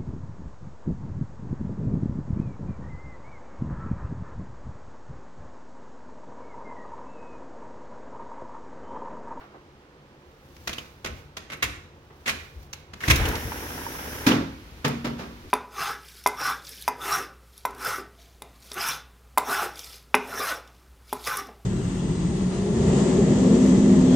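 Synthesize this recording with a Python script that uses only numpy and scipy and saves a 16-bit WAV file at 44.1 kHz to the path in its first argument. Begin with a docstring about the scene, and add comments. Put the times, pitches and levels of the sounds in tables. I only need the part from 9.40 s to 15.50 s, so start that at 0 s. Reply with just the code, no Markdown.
"""Sliding glass door to a balcony

In a quiet, hard-walled room, handle and lock clack in coloured noise bursts and the glass booms on its modes.
The door jerks free and rolls: rumbling, chattering and ticking noise, with the steady hiss of brush seals.
It bangs on its stop and duller knocks follow, each a noise crack with ringing modes and a room tail.
Ventilation drones beneath, a curtain rustles, and outdoor air fades in as noise while the gap widens.
"""
import sys
import numpy as np
from scipy import signal
from scipy.fft import rfft, irfft, next_fast_len
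from scipy.io import wavfile

SR = 44100
rng = np.random.default_rng(int(sys.argv[2]) if len(sys.argv) > 2 else 0)


def transcribe(signal):
    """Save signal, clipped to [-1, 1], as a 16-bit WAV file at the path in sys.argv[1]."""
    frames = np.atleast_2d(signal).T
    limited = np.clip(frames, -1, 1)
    pcm = np.round(limited * 32767).astype(np.int16)
    wavfile.write(sys.argv[1], SR, pcm)


N = 268965
T = np.arange(N) / SR

# Levels below are set before each source's mix gains; colours are relative, as noise is scaled to unit power.

# Stereo: likeness of the channels (frequency [Hz], left-right correlation before the lag [0-1])
LIKENESS = [(60, 0.98), (290, 1), (640, 0.9), (1400, 0.33), (3000, 0.033), (12000, 0.034)]
# Stereo: balance of the channels (frequency [Hz], left minus right [dB])
LEAN = [(30, 3.5), (120, 1.5), (300, -.6), (1000, -1.8), (2000, -1.2), (4000, -2), (8000, .3), (16000, .5)]
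RIGHT_LAG_S, CUTOFF_HZ = 0.0002, 16000

# Room: decay time of the tail (frequency [Hz], t60 [s])
ROOM_T60 = [(60, 0.42), (250, 0.39), (1000, 0.53), (3000, 0.52), (7000, 0.55), (16000, 0.31)]
# Room: starting level of the tail (frequency [Hz], relative level [dB])
ROOM_COLOUR = [(60, 13), (250, 10.5), (1000, 2), (3000, 1.5), (7000, -4), (16000, 3.5)]
FLAT_COLOUR = [(20, 0), (16000, 0)]   # (frequency [Hz], density [dB per Hz])

# Soft bumps (time [s], level [dB], t60 [s], brightness [dB per octave])
BUMPS = [(0, -46, .6, 4.5), (.137, -41.5, 0.21, -1.5), (2.699, -49.5, 0.28, 2), (6.034, -44.5, 0.33, -18)]
# Colour of the bumps (frequency [Hz], density [dB per Hz])
BUMP_COLOUR = [(40, -61), (150, -33), (330, 7), (550, 0), (1100, -1.5), (1600, -10), (4000, -30.5),
               (8000, -54)]
BUMP_SWELL_S = 0.008

# Colour of the indoor air (frequency [Hz], density [dB per Hz])
INDOOR_COLOUR = [(25, -12), (50, -4.5), (80, -1.5), (115, -15), (145, 3.5), (180, -17.5), (280, -6.5),
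                 (350, -10), (500, -7), (660, -14.5), (850, -12), (1500, -17), (3000, -23.5), (6000, -32),
                 (8000, -40), (16000, -53)]
# Colour of the outdoor air (frequency [Hz], density [dB per Hz])
OUTDOOR_COLOUR = [(25, -33), (60, 5.5), (120, -12), (210, -17), (310, -11.5), (500, -24), (650, -25),
                  (1100, -21.5), (2500, -23), (6000, -30), (8000, -39), (12500, -35), (16000, -40)]
# Resonances of the ventilation drone (frequency [Hz], width [Hz], relative level [dB])
DRONE = [(147.2, 1.7, -5), (205, 5.9, 5), (353.6, 3.5, 5.5)]
INDOOR_DB, OUTDOOR_DB = -53, -46.5   # outdoors with the door wide open
INDOOR_PAN_DB = -1   # left minus right: the ventilation lies a little to the right

# Folds of the curtain brush past the hand (peak time [s], level [dB], rise and fall time constant [s])
RUSTLES = [(1.33, -54, 0.16), (1.78, -59.5, 0.047), (3.0, -58, 0.16), (3.23, -60, 0.029), (3.39, -69, 0.03),
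           (3.61, -64, .04)]
# Colour of the cloth (frequency [Hz], density [dB per Hz])
CLOTH_COLOUR = [(500, -9), (2500, -3), (6000, -3), (8000, -11.5), (16000, -6)]
CURTAIN_REST_DB = -78.5

# Shoves that set the pane booming (time [s], level [dB], swell [s])
SHOVES = [(1.16, -43.5, 0.0092), (1.275, -41, 0.0091), (1.66, -39.5, 0.053), (2.228, -33.5, 0.019),
          (2.89, -41.5, 0.039), (3.142, -41.5, 0.041), (3.678, -14, 0.007), (3.75, -22, 0.058),
          (4.04, -31.5, 0.008)]
# Colour of the shoves (frequency [Hz], density [dB per Hz])
PANE_COLOUR = [(22, -29), (31, -23), (42, -6), (65, 4.5), (90, -3), (125, 4), (170, -12.5), (240, -14),
               (340, -10.5), (600, -71)]
# Modes of the glass in its frame (frequency [Hz], level [dB], t60 [s])
PANE_MODES = [(43, -19, 0.41), (62.3, -6.5, 0.74), (80.3, -1.5, 0.73), (121.8, -5.5, 0.49),
              (251, -19, 0.53), (319, -7.5, 0.49)]
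# Colour of the shaking pane (frequency [Hz], density [dB per Hz])
MURMUR_COLOUR = [(25, -33), (50, -7), (80, 4.0), (125, -8.0), (200, -13), (600, -61)]
SHOVE_T60_S = 0.62
SHOVE_TILT_DB, SHOVE_DULLS_DB_PER_S = 2, 240   # per octave: a slower swell is duller
# the hand takes hold of the door, and the run leaves the pane shaking
GRIP_S, GRIP_DB, GRIP_DB_PER_S = 1.1, -55, 41
SHAKEN_DB, SETTLE_DB_PER_S = -44, 6

# Heavier clacks of lock and frame (time [s], level [dB], length of the contact [s])
CLACKS = [(1.66, -35.5, .014), (2.097, -37.5, 0.0075), (2.116, -34.5, 0.023), (2.223, -20, 0.014),
          (2.857, -31, 0.021), (2.875, -23.5, 0.026), (3.677, -20.5, .008), (3.697, -15.5, .016)]
# Colour of the clacks (frequency [Hz], density [dB per Hz])
CLACK_COLOUR = [(88, -27), (150, -11.5), (566, -11.5), (871, -14), (1080, -6.5), (1630, -4), (2220, -2),
                (3220, -7.5), (3840, -8), (4410, -11.5), (6640, -14), (8400, -20.5), (11900, -21),
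                (16000, -26)]
# Resonances of aluminium frame and lock (frequency [Hz], width [Hz], level [dB])
FRAME = [(1060, 210, -15), (1670, 15, -29), (1800, 21, -15), (1994, 31, 7), (2170, 34, 9), (2722, 22, 10.5),
         (3270, 19, -5), (3600, 21, -18), (5730, 34, -29), (6200, 57, 8)]
# The frame grinds on the track as it comes free (time [s], level [dB], brightness [dB per octave])
GRINDS = [(3.602, -40, -1), (3.627, -37.5, 0), (3.748, -37, -4.5)]
# Light rattles of the handle (time [s], level [dB], brightness [dB per octave])
RATTLES = [(1.163, -49.5, 1.5), (1.272, -23.5, 1), (1.29, -27.5, 0), (1.329, -30, 1.5), (1.381, -27.5, 0.1),
           (1.644, -26, -0.5), (1.657, -27, -1), (1.967, -27, .5), (2.168, -54.5, 12), (3.329, -33, 2),
           (3.533, -33.5, -1.5), (3.756, -24.5, 7), (3.853, -30.5, 5), (3.883, -30.5, 9), (3.951, -29.5, 3),
           (5.447, -20.5, -.5), (5.477, -34, 8)]
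# Colour of the rattles (frequency [Hz], density [dB per Hz])
RATTLE_COLOUR = [(150, -2), (400, -2), (900, -5.5), (1250, 0), (1600, -0.5), (2300, 0), (2800, -1.5),
                 (3400, -3.5), (4300, -5.5), (6700, -8.5), (8000, -19), (12000, -18.5), (16000, -26)]
# Small metal parts ping on their own note (time [s], level [dB], pitch [Hz])
PINGS = [(1.329, -36.5, 3300), (1.382, -32, 2870), (3.329, -37, 5950), (3.637, -25.5, 1770),
         (3.699, -23, 1940), (3.853, -31.5, 2900), (4.917, -24, 3070)]
# Band of a ping round its note (multiple of the pitch [ratio], density [dB per Hz])
PING_BAND = [(.5, -45), (.75, -22), (.92, -3), (1, 0), (1.09, -3), (1.33, -22), (2, -50)]
CLACK_ATTACK_S, CLACK_T60_S = 0.0047, 0.08
CLACK_PLAIN_DB, CLACK_BRIGHTENS = -21, 0.12   # dB per octave for each dB over the plain level
GRIND_LENGTH_S, GRIND_T60_S = .01, 0.96
RATTLE_SWELL_S, RATTLE_T60_S = 0.004, 0.055
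PING_SWELL_S, PING_T60_S = .002, 0.049

# Colour of the rolling rumble (frequency [Hz], density [dB per Hz])
ROLL_COLOUR = [(18, -42), (30, -12), (69, -4.5), (174, -9.5), (284, -3.5), (344, -8.5), (455, -6),
               (640, -14), (942, -11.5), (1140, -15), (1610, -9.5), (3710, -24), (5000, -39), (6500, -53),
               (11000, -120)]
# Colour of the brush seal (frequency [Hz], density [dB per Hz])
BRUSH_COLOUR = [(1500, -14), (3000, -3.5), (4300, -7), (5700, 3.5), (6600, -4), (7800, -9.5), (9500, -5),
                (11800, 1), (13500, -5), (16000, -2.5)]
# Loudest ticks of the rollers over the track (time of fullest swell, roughly [s], level [dB])
TICKS = [(4.119, -30), (4.304, -35.5), (4.378, -31.5), (4.415, -38), (4.465, -32), (4.551, -35),
         (4.59, -30), (4.656, -38)]
# Colour of ticks and chatter (frequency [Hz], density [dB per Hz])
TICK_COLOUR = [(500, -45), (780, -7), (920, 2), (1050, -10.5), (1200, -10.5), (1700, -14), (3000, -26),
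               (8000, -60)]
TICK_SWELL_S, TICK_T60_S = 0.00395, 0.049
# the door runs at an even speed from the jerk that frees it to its stop
START_S, STOP_S = 3.66, 4.87
ROLL_DB, BRUSH_DB = -35.5, -41.5
PICKUP_DB_PER_S, HALT_DB_PER_S = 333, 400
SURGE_S, SURGE_WIDTH_S, SURGE_DB = 3.86, 0.12, 8   # the first pull loads the rollers

# The door meets its stop and rebounds (time [s], level [dB], swell [s], t60 [s], brightness [dB per octave])
BANGS = [(4.864, -18, 0.005, 0.18, 2), (4.906, -23, 0.0036, 0.31, -1)]
# Modes rung by the stop (frequency [Hz], level [dB], t60 [s])
STOP_MODES = [(110, -7, 0.67), (187.6, -7, 0.32), (231.4, -1.5, 0.496), (269.8, 3.5, 0.51),
              (312.4, -7.5, 0.58), (367, -6, 0.29), (501, -12.5, 0.36), (726, -39, .3)]
# Dull knocks on track and sill (time [s], level [dB], swell [s])
KNOCKS = [(5.443, -22, 0.0073), (5.643, -27, 0.0072), (5.78, -38, 0.016)]
# Modes of the sill (frequency [Hz], level [dB], t60 [s])
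SILL_MODES = [(141.9, 0.5, 0.67), (175, -28, 0.27), (236, 1.5, 0.95), (302, -5, 0.4), (339, -9, 0.18),
              (510, -7, 0.31)]
# Colour of bangs and knocks (frequency [Hz], density [dB per Hz])
KNOCK_COLOUR = [(35, -42), (70, -20), (180, 1.5), (330, -1), (450, -4), (620, -8.5), (900, -8.5),
                (1150, -7), (2000, -11.5), (3200, -16), (5500, -20.5), (6700, -25), (8000, -35),
                (12000, -33.5), (16000, -37)]
KNOCK_T60_PER_SWELL = 22   # a knock that swells more slowly lasts longer


def from_db(db):
    """Decibels to gain."""
    return 10 ** (np.asarray(db) / 20)


def rms_one(x):
    """Scale to unit power."""
    return x / np.sqrt(np.mean(x ** 2) + 1e-20)


def at_hz(points, hz):
    """Read a table on a log-frequency axis."""
    f, value = np.transpose(points)
    return np.interp(np.log(hz + 1), np.log(f), value)


def lean(hz):
    """Gain of the left and right channel at each frequency."""
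    return from_db(np.multiply.outer([.5, -.5], at_hz(LEAN, hz)))


def drift(rate, size):
    """Smooth random wander of about unit spread, with a new random point `rate` times a second."""
    knots = rng.standard_normal(size // 20 + 2)
    return np.interp(np.arange(size) * rate / SR, np.arange(len(knots)), knots)


def noise(colour, size=N, tilt_db=0, grains=1):
    """Unit-power stereo noise, grainy or smooth, coloured: alike in the bass, apart in the treble."""
    padded = next_fast_len(size, real=True)
    hz = np.fft.rfftfreq(padded, 1 / SR)
    mid, side = rfft(grains * rng.standard_normal((2, size)), padded)
    alike = np.clip(at_hz(LIKENESS, hz), 0, 1)
    pair = np.sqrt(1 + alike) * mid + np.sqrt(1 - alike) * side * [[1], [-1]]
    pair[1] *= np.exp(-2j * np.pi * hz * RIGHT_LAG_S)
    heard = (hz > 20) & (hz < CUTOFF_HZ)
    gain = heard * lean(hz) * from_db(at_hz(colour, hz) + tilt_db * np.log2(hz + 1))
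    return rms_one(irfft(pair * gain, padded)[:, :size])


def resonate(x, resonances):
    """Parallel two-pole resonances: a narrower width rings longer."""
    out = 0
    for hz, width, db in resonances:
        r = np.exp(-np.pi * width / SR)
        poles = [1, -2 * r * np.cos(2 * np.pi * hz / SR), r * r]
        peak_gain = from_db(db) * (1 - r * r) / 2
        out = out + peak_gain * signal.lfilter([1, 0, -1], poles, x + 1e-18)
    return out


def add(out, s, sound):
    """Mix a sound in at a given time."""
    part = out[:, round(s * SR):][:, :sound.shape[-1]]
    part += sound[..., :part.shape[1]]


def contacts(rows, colour, grain_db, grain_rate, attack_s=np.inf):
    """Tiny contacts of loose parts as grainy noise: swell, then decay; a short attack holds in between."""
    out, t = np.zeros((2, N)), T[:SR // 2]
    for s, db, swell, t60, tilt_db in rows:
        rise = np.minimum(t / min(swell, attack_s), 1)
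        decay = from_db(-60 * np.maximum(t - swell, 0) / t60)
        grains = from_db(grain_db * drift(grain_rate, len(t)))
        flurry = noise(colour, size=len(t), tilt_db=tilt_db, grains=grains)
        add(out, s, from_db(db) * rise * decay * flurry)
    return out


def ringing(rows, modes):
    """Each blow excites a body's modes as decaying sines, a little differently every time."""
    out, t = np.zeros((2, N)), T[:SR]
    hz, mode_db, t60 = np.transpose(modes)
    rings = from_db(-60 * t / t60[:, None]) * np.sin(2 * np.pi * hz[:, None] * t)
    signs = (-1) ** np.arange(len(hz))
    for s, db, swell, _, tilt_db in rows:
        chance_db = rng.standard_normal(len(hz))
        strength = from_db(db + mode_db + tilt_db * np.log2(hz / hz.mean()) + chance_db)
        add(out, s, np.minimum(t / swell, 1) * ((lean(hz) * signs * strength) @ rings))
    return out


def room(x, build_s):
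    """Reverb from a diffuse noise tail that builds up and dies octave by octave."""
    t, tail = T[:SR * 3 // 4], 0
    wash = noise(FLAT_COLOUR, size=len(t))
    for hz in 44 * 2 ** np.arange(9):
        edges = [hz / np.sqrt(2), hz * np.sqrt(2)]
        band = signal.sosfilt(signal.butter(2, edges, "band", fs=SR, output="sos"), wash)
        fade = from_db(at_hz(ROOM_COLOUR, hz) - 60 * t / at_hz(ROOM_T60, hz))
        tail = -tail + band * fade   # neighbouring octaves alternate in sign
    tail = rms_one(tail * np.minimum(t / build_s, 1)) / np.sqrt(len(t))
    return signal.fftconvolve(x, tail, axes=1)[:, :N]


def soft_bumps():
    """Soft bumps: short swells of mid-heavy grainy noise that die away."""
    rows = [(s, db, BUMP_SWELL_S, t60, tilt_db) for s, db, t60, tilt_db in BUMPS]
    return contacts(rows, BUMP_COLOUR, grain_db=1.5, grain_rate=150)


def air():
    """Ventilation drones through narrow resonances; outdoor hiss comes in as the gap widens."""
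    drone = rms_one(resonate(noise(INDOOR_COLOUR), DRONE))
    vent = noise(INDOOR_COLOUR) + from_db(-6.5) * drone
    indoor_gain = from_db(INDOOR_DB + INDOOR_PAN_DB * np.array([[.5], [-.5]]))
    gap = np.clip((T - START_S) / (STOP_S - START_S), 0, 1)
    return indoor_gain * vent + gap * from_db(OUTDOOR_DB) * noise(OUTDOOR_COLOUR)


def curtain():
    """Sheer cloth rustles faintly as flickering noise, swelling and fading with each fold."""
    folds = sum(from_db(db) * np.exp(-np.abs(T - s) / width) for s, db, width in RUSTLES)
    flicker = from_db(1.6 * drift(150, N))
    return (from_db(CURTAIN_REST_DB) + folds) * noise(CLOTH_COLOUR) * flicker


def pane():
    """The glass booms on its low modes when shoved, and murmurs while held and after the door is freed."""
    shoves = [(s, db, swell, SHOVE_T60_S, SHOVE_TILT_DB - SHOVE_DULLS_DB_PER_S * swell)
              for s, db, swell in SHOVES]
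    thud = contacts(shoves, PANE_COLOUR, grain_db=-2.0, grain_rate=45)
    boom = from_db(-3.5) * thud + from_db(-6.5) * ringing(shoves, PANE_MODES)
    held = from_db(GRIP_DB - GRIP_DB_PER_S * np.maximum(GRIP_S - T, 0))
    shaken = (T > START_S) * from_db(SHAKEN_DB - SETTLE_DB_PER_S * (T - START_S))
    return boom + np.hypot(held, shaken) * noise(MURMUR_COLOUR)


def pings():
    """Each loose part buzzes in a narrow noise band round its note."""
    out, t = np.zeros((2, N)), T[:SR // 4]
    for s, db, hz in PINGS:
        band = [(hz * ratio, band_db) for ratio, band_db in PING_BAND]
        shape = from_db(db - 60 * t / PING_T60_S) * np.minimum(t / PING_SWELL_S, 1)
        add(out, s, shape * noise(band, size=len(t)))
    return out


def latch():
    """Handle and lock clack and rattle, the aluminium frame sings with the clacks, and the room answers."""
    # a harder clack is brighter
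    blows = [(s, db, length, CLACK_T60_S, CLACK_BRIGHTENS * (db - CLACK_PLAIN_DB))
             for s, db, length in CLACKS]
    grinds = [(s, db, GRIND_LENGTH_S, GRIND_T60_S, tilt_db) for s, db, tilt_db in GRINDS]
    taps = [(s, db, RATTLE_SWELL_S, RATTLE_T60_S, tilt_db) for s, db, tilt_db in RATTLES]
    clacks = contacts(blows + grinds, CLACK_COLOUR, grain_db=2.5, grain_rate=878, attack_s=CLACK_ATTACK_S)
    rattles = contacts(taps, RATTLE_COLOUR, grain_db=4.0, grain_rate=1110)
    singing = from_db(-6) * resonate(clacks, FRAME)
    echo = room(from_db(-10.0) * clacks + from_db(-9.5) * rattles, build_s=0.022)
    return clacks + singing + rattles + from_db(6.0) * pings() + echo


def running():
    """Gain of the door's motion: it picks up, holds, and dies at the stop."""
    before, after = np.maximum(START_S - T, 0), np.maximum(T - STOP_S, 0)
    return from_db(-PICKUP_DB_PER_S * before - HALT_DB_PER_S * after)


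def rolling():
    """Rollers rumble, chatter and tick along the track; the brush seal hisses along the frame."""
    surge_db = SURGE_DB * np.exp(-((T - SURGE_S) / SURGE_WIDTH_S) ** 2)
    roll_gain = running() * from_db(ROLL_DB + surge_db)
    rumble = noise(ROLL_COLOUR, grains=from_db(2.0 * drift(250, N)))
    # small bumps of the track come some tens of times a second
    chatter = noise(TICK_COLOUR, grains=np.maximum(drift(110, N), 0))
    rows = [(s - TICK_SWELL_S / 2, db, TICK_SWELL_S, TICK_T60_S, 0) for s, db in TICKS]
    ticks = contacts(rows, TICK_COLOUR, grain_db=1.0, grain_rate=200)
    hiss = running() * from_db(BRUSH_DB) * noise(BRUSH_COLOUR, grains=from_db(0.48 * drift(120, N)))
    return roll_gain * (from_db(-1.5) * rumble + from_db(-14.0) * chatter) + from_db(1.3) * ticks + hiss


def stop_and_sill():
    """Blows further off: a dull noise crack, the low ringing modes of stop and sill, and the room."""
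    knocks = [(s, db, swell, KNOCK_T60_PER_SWELL * swell, 0) for s, db, swell in KNOCKS]
    cracks = contacts(BANGS + knocks, KNOCK_COLOUR, grain_db=1.5, grain_rate=500)
    bodies = from_db(1.5) * ringing(BANGS, STOP_MODES) + from_db(-4.5) * ringing(knocks, SILL_MODES)
    return from_db(3.0) * cracks + bodies + room(from_db(-4.5) * cracks, build_s=0.01)


def scene():
    """Unlatch, shove, roll and stop, over the steady air."""
    return soft_bumps() + air() + curtain() + pane() + latch() + rolling() + stop_and_sill()


def record(dry):
    """A steep low-pass cuts off the top."""
    return signal.sosfilt(signal.ellip(10, .1, 80, CUTOFF_HZ, fs=SR, output="sos"), dry)


dry = scene()
out = record(dry)
transcribe(out)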